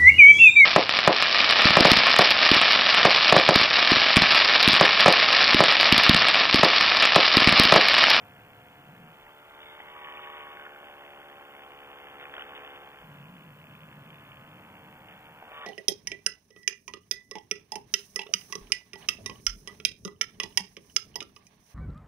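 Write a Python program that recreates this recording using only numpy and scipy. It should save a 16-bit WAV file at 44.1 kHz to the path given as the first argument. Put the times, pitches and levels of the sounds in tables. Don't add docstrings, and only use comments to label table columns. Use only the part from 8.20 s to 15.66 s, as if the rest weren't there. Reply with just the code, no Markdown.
import sys
import numpy as np
from scipy import signal
from scipy.fft import rfft, irfft, next_fast_len
from scipy.io import wavfile
from scipy.ndimage import uniform_filter1d

SR = 44100
rng = np.random.default_rng(int(sys.argv[2]) if len(sys.argv) > 2 else 0)


def ratio_of_db(decibels):
    return 10 ** (np.asarray(decibels, float) / 20)


def int16_out(signal):
    q = np.round(np.clip(np.atleast_2d(signal).T, -1, 1) * 32767)
    wavfile.write(sys.argv[1], SR, q.astype(np.int16))


N = 329030
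T = np.arange(N) / SR
FAST = next_fast_len(N)


def curve(rows):
    s, *columns = np.transpose(rows)
    return [np.interp(T, s, c) for c in columns]


def evened(x):
    return x / np.sqrt(np.mean(x ** 2, -1, keepdims=True) + 1e-20)


def coloured(x, points):
    f, db = np.transpose(points)
    hz = np.fft.rfftfreq(FAST, 1 / SR)
    gain = ratio_of_db(np.interp(np.log(hz + 1), np.log(f + 1), db))
    return irfft(rfft(x, FAST) * gain, FAST)[..., :N]


def wander(top_hz, count=1, size=N):
    knots = rng.standard_normal((count, 4000))
    hz = np.fft.rfftfreq(4000, T[-1] / 4000)
    lowpass = (hz > 0) / (1 + (hz / top_hz) ** 4)
    slow = evened(irfft(rfft(knots) * lowpass, 4000))
    at = np.linspace(0, 3999, size)
    return np.array([np.interp(at, np.arange(4000), s) for s in slow])


def resonate(x, hz, width):
    carrier = np.exp(2j * np.pi * np.cumsum(hz * np.ones(N)) / SR)
    r = np.exp(-np.pi * width / SR)
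    return 2 * (carrier * signal.lfilter([1 - r], [1, -r], x / carrier)).real


def ring(hz, t60, rise_s=.0007):
    t = np.arange(1500) / SR
    envelope = ratio_of_db(-60 * t / t60) * (1 - np.exp(-t / rise_s))
    return envelope * 2 * np.sin(2 * np.pi * hz * t)


def head():
    hold_s = [0, .82, 1.1, 1.55, 1.75, 2.25, 2.6, 3.1, 3.6, 4.62, 5.0, 6.2, 6.55, 7.25, 7.37]
    held = [0, 0, 1, 1, 2, 2, 3, 3, 4, 4, 5, 5, 6, 6, 7]
    return np.array([np.interp(T, hold_s, np.equal(held, k)) for k in range(8)])


def buffeting():
    # start in seconds, extra rattle in dB, length in seconds.
    bumps = [(1.387, 7, 0.29), (1.593, 3, 0.061), (1.837, 6.5, 0.032), (1.982, 0, 0.036), (2.08, -4, 0.047),
             (2.447, 14, 0.026), (3.99, 13, 0.07), (4.132, 15, 0.044), (4.177, 14, 0.09),
             (4.343, 16, 0.055), (4.44, 7, 0.06), (4.545, 10, 0.037), (6.124, -1, 0.041), (6.878, 15.5, .1),
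             (7.31, 4, 0.045)]
    rise_s = 0.0087
    shaking = np.zeros(N)
    for s, db, length in bumps:
        rise = np.clip((T - s) / rise_s, 0, 1)
        shaking += db * rise * np.exp(-(np.maximum(T - s, 0) / length) ** 2)
    return shaking


def engine():
    # time in seconds, firing rate in Hz.
    speed = [(0.0, 71.83), (0.64, 71.91), (0.89, 73.08), (1.2, 74.1), (1.49, 74.52), (1.74, 75.31),
             (2.18, 74.09), (2.55, 73.24), (2.95, 72.05), (3.47, 71.15), (4.49, 70.92), (4.78, 70.06),
             (4.97, 71.21), (5.3, 72.65), (5.63, 73.7), (6.55, 76.04), (6.7, 75.46), (7.46, 76.62)]
    # time in seconds, engine level in dB.
    shading = [(0.0, -56), (0.41, -57.5), (0.62, -57), (0.95, -57.5), (1.16, -59.5), (1.58, -55),
               (1.85, -50.5), (2.16, -49.5), (2.66, -53), (3.61, -53), (4.1, -51.5), (4.43, -50.5),
               (4.78, -54), (5.3, -57.5), (6.11, -55), (6.63, -56), (7.19, -55.5), (7.46, -51)]
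    # time in seconds, lateness in turns.
    delay = [(0, -.05), (.69, .12), (1.1, .2), (1.77, .3), (2.7, .34), (4.6, .32), (4.93, .14), (6.1, .13),
             (6.6, .17), (7.13, .13), (7.46, .18)]
    # level against the engine in dB,
    # one for each head position.
    tone_levels = [-4, 0, -1, -2.5, -2.5, -6, -3.5, 3]
    puff_levels = [-4.5, -1, -6, -3, -3, -7, -4.5, -9]
    rattle_levels = [-8, -4.5, 3, -4.5, -4.5, -2, -7.5, 6.5]
    treble_levels = [-12, 2, -13, -12, -12.5, -16.5, -25, -7]
    turns = np.cumsum(curve(speed)[0]) / SR - curve(delay)[0]
    shares = head()
    balance = np.array([tone_levels, puff_levels, rattle_levels, treble_levels]) @ shares
    tone_db, puff_db, rattle_db, treble_db = balance
    shaking = buffeting() + 1.0 * wander(8., count=2)
    body = np.sqrt(2) * ratio_of_db(tone_db) * exhaust_tone(turns, shares) + ratio_of_db(puff_db) * exhaust_puffs(turns)
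    left = shares[2] + shares[7]
    rattle = clatter(turns, rattle_db + .75 * shaking[0], treble_db + .95 * shaking[1], left)
    struck = ratio_of_db(0.43 * shaking[0]) * blows(turns, shares)
    return ratio_of_db(curve(shading)[0] + 2.5) * (body + rattle + struck) + knocks()


def exhaust_tone(turns, shares):
    # multiple of the firing rate, level in dB.
    right_a = [(1, -14), (2, -12), (3, -18), (4, -14), (5, -13), (6, -7), (7, -4.5), (8, -14), (9, -7.5),
               (10, -0.5), (11, -7.5), (12, -5), (13, -6.5), (14, -14), (15, -8.5), (16, -12), (17, -15),
               (18, -11), (19, -8), (20, -8.5), (21, -13), (22, -3), (23, -20), (24, -6), (25, -24),
               (26, -28), (27, -12), (28, -31), (29, -22), (30, -12)]
    turning = [(1, -18), (2, -28), (3, -27), (4, -11), (5, -7), (6, -3), (7, -9), (8, -2), (9, -8.5),
               (10, -10), (11, -2.5), (12, 0), (13, -16), (14, -7), (15, -8), (16, -7), (17, -11), (18, -8),
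               (19, -1.5), (20, -13), (21, -3.5), (22, -11), (23, -10), (24, -29), (25, -24), (26, -31),
               (27, -9), (28, -7), (29, -19), (30, -6)]
    left_a = [(1, -20), (2, -16.5), (3, -16), (4, -12.5), (5, -5.5), (6, -4.5), (7, -6), (8, -4), (9, -32),
              (10, -9), (11, 1), (12, -19), (13, 2), (14, -17), (15, 3.5), (16, -4.5), (17, -16), (18, -15),
              (19, -16), (20, -5), (21, -25), (22, -16), (23, -23), (24, -11), (25, -4), (26, -6),
              (27, -19), (28, -20), (29, -19), (30, -3.5)]
    down_a = [(1, -22), (2, -18.5), (3, -17.5), (4, -9), (5, -4), (6, -3.5), (7, -5.5), (8, -0.5), (9, -7),
              (10, -6), (11, 1.5), (12, -2.5), (13, -30), (14, -6), (15, -2), (16, -9), (17, -12),
              (18, -14), (19, -17), (20, -6.5), (21, -5), (22, -8), (23, -13), (24, -23), (25, -27),
              (26, -21), (27, -23), (28, -23), (29, -33), (30, -7.5)]
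    down_b = [(1, -15), (2, -16.5), (3, -24), (4, -6), (5, -4), (6, 0), (7, 1.5), (8, -3.5), (9, -6.5),
              (10, -6), (11, 3), (12, 1.5), (13, -25), (14, -11.5), (15, 0), (16, -2.5), (17, -12),
              (18, -6), (19, -5.5), (20, -9.5), (21, -6.5), (22, -1), (23, -12), (24, -7), (25, -9),
              (26, -17), (27, -35), (28, -26), (29, -17), (30, -7)]
    right_b = [(1, -22), (2, -1), (3, -23), (4, -10.5), (5, -7.5), (6, -7), (7, -3.5), (8, -5), (9, -3.5),
               (10, -9.5), (11, -4), (12, -1), (13, -3.5), (14, 3), (15, 1.5), (16, -5), (17, -9.5),
               (18, -11.5), (19, -23), (20, -5), (21, -9), (22, -1), (23, -1.5), (24, -18), (25, -12),
               (26, -31), (27, -5), (28, -32), (29, -22), (30, -16)]
    right_c = [(1, -30), (2, -21), (3, -11), (4, -8.5), (5, -15), (6, -6), (7, -5.5), (8, -7), (9, -7.5),
               (10, -1), (11, -2.5), (12, -0.5), (13, -5), (14, -8), (15, -6), (16, -11), (17, -11),
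               (18, -14), (19, -8), (20, -10), (21, -7), (22, -9), (23, -16), (24, -15), (25, -32),
               (26, -10), (27, -14), (28, -8), (29, -15), (30, -7)]
    left_b = [(1, -22), (2, -30), (3, -19), (4, -16), (5, -17), (6, -6.5), (7, -8), (8, -4.5), (9, -20),
              (10, -8), (11, -6), (12, -16), (13, -1), (14, -12), (15, 5.5), (16, -30), (17, -3), (18, -8),
              (19, -7), (20, -22), (21, -21), (22, -25), (23, -22), (24, -11), (25, -24), (26, -29),
              (27, -14), (28, -21), (29, -23), (30, -3)]
    positions = [right_a, turning, left_a, down_a, down_b, right_b, right_c, left_b]
    turns, shares = turns[::8], shares[:, ::8]
    gains = ratio_of_db(np.array(positions)[:, :, 1])
    gains /= np.linalg.norm(gains[:, 4:20], axis=1, keepdims=True)
    flutter = wander(55.0, count=30, size=len(turns))
    slip = wander(5.8, count=30, size=len(turns))
    multiple = np.arange(1, 31)[:, None]
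    start = rng.random((30, 1)) * np.minimum(multiple / 9, 1) ** 2.5
    phase = multiple * (turns + .0035 * slip) - .6 * multiple + start
    lines = gains.T @ shares * ratio_of_db(2.1 * flutter) * np.cos(2 * np.pi * phase)
    return signal.resample_poly(lines.sum(0), 8, 1)[:N]


def exhaust_puffs(turns):
    # frequency in Hz, density in dB per Hz.
    puff_colour = [(120, -67), (200, -19), (390, -22.5), (427, -21.5), (672, -10), (788, -13), (934, -9.5),
                   (1070, -11), (3400, -15), (3900, -61), (6600, -120)]
    stroke_db = 2.0 * rng.standard_normal(int(turns[-1]) + 1)[turns.astype(int)]
    gate = .3 + ratio_of_db(stroke_db) * np.exp(-((turns + .22) % 1) / .25)
    return evened(coloured(gate * rng.standard_normal(N), puff_colour))


def blows(turns, shares):
    # place in turns, ring in Hz, t60 in seconds.
    impacts = [
        (.95, 2650, .0045),
        (.39, 2300, .006),
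        (.76, 3000, .005),
        (.83, 1750, .008),
        (.4, 1300, .008),
    ]
    strength = [
        [-12, -19, -24, -16, -21, -9, -11, -15],
        [-15, -22, -11, -20, -15, -21, -21, -20],
        [-26, -15, -11, -16, -12, -26, -24, -17],
        [-16, -12, -12, -11, -12, -21, -12, -8],
        [-19, -21, -19, -21, -19, -11, -18, -21],
    ]
    spread_db, jitter = 2.4, .002
    strokes = np.arange(1, int(turns[-1]) - 1)
    out = np.zeros(N)
    for (place, hz, t60), gain in zip(impacts, ratio_of_db(np.array(strength) @ shares)):
        luck = np.clip(rng.standard_normal((len(strokes), 2)), -2, 2)
        train = np.zeros(N)
        at = np.searchsorted(turns, strokes + place + jitter * luck[:, 0])
        train[at] = ratio_of_db(spread_db * luck[:, 1])
        out += gain * evened(signal.oaconvolve(train, ring(hz, t60, .00025)[:500])[:N])
    return out


def clatter(turns, body_db, treble_db, left):
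    # frequency in Hz, level in dB.
    part_colour = [(400, -24.5), (800, -16), (1500, -6), (2200, -1), (2600, 4), (3000, 13), (3500, 17)]
    # time in seconds, pitch in Hz, level in dB.
    cavity_path = [(1.2, 2570, -24), (1.5, 2150, 2), (1.85, 1938, -13), (2.2, 1770, -21), (2.5, 1470, 5),
                   (2.8, 1530, -6), (7.1, 1640, -31), (7.46, 1880, -7)]
    # pitch in Hz, width in Hz, level in dB.
    shell_modes = [
        (970, 29, -25),
        (1170, 120, -15),
    ]
    stroke = ratio_of_db(1.3 * rng.standard_normal(int(turns[-1]) + 1))[turns.astype(int)]
    firing = 1.1 * np.exp(-((turns + .24) % 1) / .14)
    rebound = .4 * np.exp(-((turns + .62) % 1) / .07)
    shaken = (.2 + firing + rebound) * stroke
    hits = rng.random(N) < 6000 * shaken / SR
    force = ratio_of_db(1.8 * np.minimum(rng.exponential(1, N), 3)) * hits
    part = rng.integers(0, 12, N)
    rings = np.zeros(N)
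    for k, hz in enumerate(np.geomspace(600, 3500, 12)):
        rings += signal.oaconvolve(force * (part == k), ring(hz, 0.009))[:N]
    both = coloured(rings, part_colour)
    highpass = signal.butter(3, 2400, "high", fs=SR, output="sos")
    treble = signal.sosfiltfilt(highpass, both)
    cavity_hz, cavity_db = curve(cavity_path)
    cavity = ratio_of_db(cavity_db) * evened(resonate(resonate(both, cavity_hz, 210.0), cavity_hz, 260.0))
    shell = left * sum(ratio_of_db(db) * evened(resonate(rings, hz, width)) for hz, width, db in shell_modes)
    body = ratio_of_db(body_db - 6.5) * (evened(both - treble) + cavity)
    return shell + body + ratio_of_db(treble_db - 12.5) * evened(treble)


def knocks():
    # start in seconds, peak in dB, main ring in Hz, second ring in Hz.
    jolts = [(1.065, -37.5, 1960, 880), (1.602, -28, 2040, 825), (1.683, -35, 1930, 606),
             (1.711, -45, 1950, 740), (1.764, -34, 1220, 1300), (1.79, -37, 1950, 1130),
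             (1.871, -35, 1900, 1120), (1.886, -30.5, 1000, 1900), (1.914, -40, 1000, 1950),
             (1.923, -33, 2950, 960), (1.972, -30, 2440, 990), (2.048, -40, 2880, 990),
             (2.059, -42, 1750, 960), (2.072, -37, 1780, 1110), (1.992, -31, 1300, 2900),
             (2.099, -31.5, 1150, 1780), (2.27, -35, 1530, 1100), (2.371, -35, 1600, 1150),
             (2.396, -31.5, 1525, 1124), (2.465, -29.5, 1670, 1110), (2.629, -40, 1680, 630.6),
             (2.699, -37, 789, 1512), (4.028, -30.5, 1400, 660), (4.054, -30, 2460, 1490),
             (4.139, -27, 1700, 3250), (4.166, -30, 3170, 1480), (4.177, -43, 680, 523),
             (4.18, -26, 1490, 655), (4.194, -34, 1310, 2850), (4.209, -39, 1900, 2870),
             (4.221, -27.5, 3020, 1440), (4.334, -31, 1440, 1130), (4.363, -31, 2880, 1580),
             (5.414, -42, 2470, 3200), (5.441, -38, 2580, 669), (5.469, -40, 2550, 3200),
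             (5.551, -41, 2520, 3080), (5.633, -44, 2500, 3200), (5.904, -36.5, 3130, 2427),
             (6.118, -34.5, 2907, 2320), (6.761, -41, 980, 1530), (7.225, -32, 776, 1460),
             (7.238, -38, 732, 1470), (7.28, -37, 800, 1451), (7.306, -44, 1130, 2000),
             (7.331, -38, 796, 1800), (7.317, -34, 664, 2500), (7.354, -43, 1130, 1760),
             (7.434, -43, 1744, 1151), (7.448, -29, 1080, 1770)]
    out = np.zeros(N + 1500)
    for s, db, main_hz, second_hz in jolts:
        rings = ring(main_hz, .012, .0003) + ratio_of_db(-6) * ring(second_hz, .018)
        out[round(s * SR):][:1500] += ratio_of_db(db - 6.5) * rings
    return out[:N]


def wind():
    # time in seconds, level in dB, moan in Hz, moan against the rumble in dB.
    gusts = [(0.0, -55.5, 105, -2), (0.45, -58.5, 108, -2), (0.62, -55, 145, -4.5), (0.79, -53.5, 168, 4),
             (0.9, -58.5, 148, 2.5), (1.0, -63, 177, -21), (1.15, -69, 177, -7), (3.9, -69.5, 200, -2.5),
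             (4.76, -62.5, 190.2, -15), (4.89, -54.5, 145, 4), (5.01, -58, 142, 9.5), (5.13, -56.5, 182, 9),
             (5.25, -55.5, 150, 6), (5.8, -53, 148, 4), (6.15, -54, 130, -2.5), (6.4, -52, 190, -3.5),
             (7.1, -55.5, 165, -8), (7.46, -70, 189.5, -17)]
    # frequency in Hz, density in dB per Hz.
    rumble_colour = [(8.8, -66), (15, -7), (43, -33), (91, -1.5), (147, 0), (309, -5), (378, -13.5),
                     (421, -10.5), (600, -8.5), (780, -73), (1320, -120)]
    # frequency in Hz, density in dB per Hz.
    air_colour = [(15, -5), (45, 5), (75, 2.5), (120, 5.5), (250, 3.5), (400, -7)]
    gust_hz = 7.7
    level_db, moan_hz, moan_db = curve(gusts)
    level_db = level_db + 0.1 * wander(gust_hz)[0]
    moan_hz = moan_hz * (1 + 0.02945 * wander(gust_hz)[0])
    moan_hz = moan_hz * (1 + .05 * wander(22.)[0])
    rumble = evened(coloured(rng.standard_normal(N), rumble_colour))
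    eddies = np.sqrt(2) * np.cos(2 * np.pi * np.cumsum(moan_hz) / SR) * ratio_of_db(2.4 * wander(18.)[0])
    blur = resonate(rng.standard_normal(N), 1.1 * moan_hz, 95.0)
    blur = evened(resonate(blur, 1.12 * moan_hz, 120.0))
    air = ratio_of_db(-61.5) * evened(coloured(rng.standard_normal(N), air_colour))
    return ratio_of_db(level_db - 4.) * (rumble + ratio_of_db(moan_db) * (.8 * eddies + .6 * blur)) + air


def thumps():
    # centre in seconds, level in dB, half length in seconds.
    slaps = [
        (1.048, -66, .05),
        (4.84, -65, 0.044),
        (5.09, -68, 0.034),
        (5.692, -72, .03),
    ]
    hz, width = 55.4, 81
    low = evened(resonate(resonate(rng.standard_normal(N), hz, width), hz, width))
    return low * sum(ratio_of_db(db) * np.exp(-((T - s) / length) ** 2) for s, db, length in slaps)


def sensor_ticks():
    spike_s = [1.678e-3, 2.115e-3, 2.445e-3, 2.809e-3, 14.247e-3, 16.385e-3, 16.561e-3]
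    spike_sign = [1, -1, -1, 1, -1, -1, 1]
    spike_db = [-60.5, -57.5, -60, -60.5, -56.5, -64.5, -61]
    # frequency in Hz, level in dB.
    leak_colour = [(3000, -39), (7000, -8), (10000, -14), (12300, -5.5), (13000, -3), (14000, -5),
                   (14900, 6), (15150, -3), (15260, 2), (15400, 3)]
    frame_hz, field_s = 29.97, 16.649e-3
    frames = np.arange(int(T[-1] * frame_hz) - 1)[:, None] / frame_hz
    fields = (frames + [0, field_s]).ravel()
    jitter_s = 4e-6 * rng.standard_normal((len(fields), 7))
    at = (fields[:, None] + spike_s + jitter_s).ravel() * SR
    height = (ratio_of_db(spike_db + 1.0 * rng.standard_normal((len(fields), 7))) * spike_sign).ravel()
    near = np.round(at).astype(int)[:, None] + np.arange(-24, 25)
    spikes = ratio_of_db(-82.0) * rng.standard_normal(N)
    np.add.at(spikes, near, height[:, None] * np.sinc(near - at[:, None]) * np.hanning(49))
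    return ratio_of_db(15.0) * coloured(spikes, leak_colour) * ratio_of_db([[-3.6], [0]])


def electronics():
    # frequency in Hz, density in dB per Hz.
    hiss_colour = [(20, -0.5), (3000, 7), (7000, -2.5), (10200, 1.5), (12500, -1), (14300, -8),
                   (14650, -25), (14900, 10), (15400, -3.5)]
    hiss = ratio_of_db(-69.5) * evened(coloured(rng.standard_normal((2, N)), hiss_colour))
    whine = ratio_of_db(-91) * evened(resonate(rng.standard_normal(N), 7330, 27.0))
    return hiss + whine + sensor_ticks()


def thinned(faint, loud):
    # low edge in Hz, high edge in Hz.
    weak_bands = [
        (10150, 10300),
        (12830, 13000),
        (13650, 13800),
    ]
    hz, _, z = signal.stft(faint, SR, nperseg=1024)
    loud_z = signal.stft(loud[0], SR, nperseg=1024)[2]
    near = abs(loud_z[(hz > 2400) & (hz < 3600)]) ** 2
    near_db = 10 * np.log10(uniform_filter1d(near.sum(0), 3) + 1e-12)
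    chance = np.repeat(rng.standard_normal((len(near_db), 4)), 2, 0)[:len(near_db)].T
    top_hz = np.clip(3750 + 58 * (near_db + 67) + 200 * chance[0], 3000, 4560) // 172 * 172
    kept = (hz[:, None] < 3500) | (hz[:, None] > top_hz)
    for (low, high), draw in zip(weak_bands, chance[1:]):
        inside = (hz > low) & (hz < high)
        kept &= ~(inside[:, None] & (draw > .3))
    return signal.istft(z * kept, SR, nperseg=1024)[1][:, :N]


def scene():
    return np.tile(engine() + wind() + thumps(), (2, 1))


def roll_off(x):
    return signal.sosfilt(signal.butter(12, 16430, fs=SR, output="sos"), x)


def record(dry):
    case_hz, left_lag_s, edge_hz = 3600, 124e-6, 15295
    hz = np.fft.rfftfreq(FAST, 1 / SR)
    late = np.exp(-2j * np.pi * hz * np.array([[left_lag_s], [0]]))
    case = 1 / np.sqrt(1 + (hz / case_hz) ** 70)
    sealed = irfft(rfft(dry, FAST) * late * case, FAST)[:, :N]
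    mixed = sealed + thinned(electronics(), sealed)
    mixed = irfft(rfft(mixed, FAST) * (hz < edge_hz), FAST)[:, :N]
    return roll_off(mixed)


dry = scene()
out = record(dry)
int16_out(out)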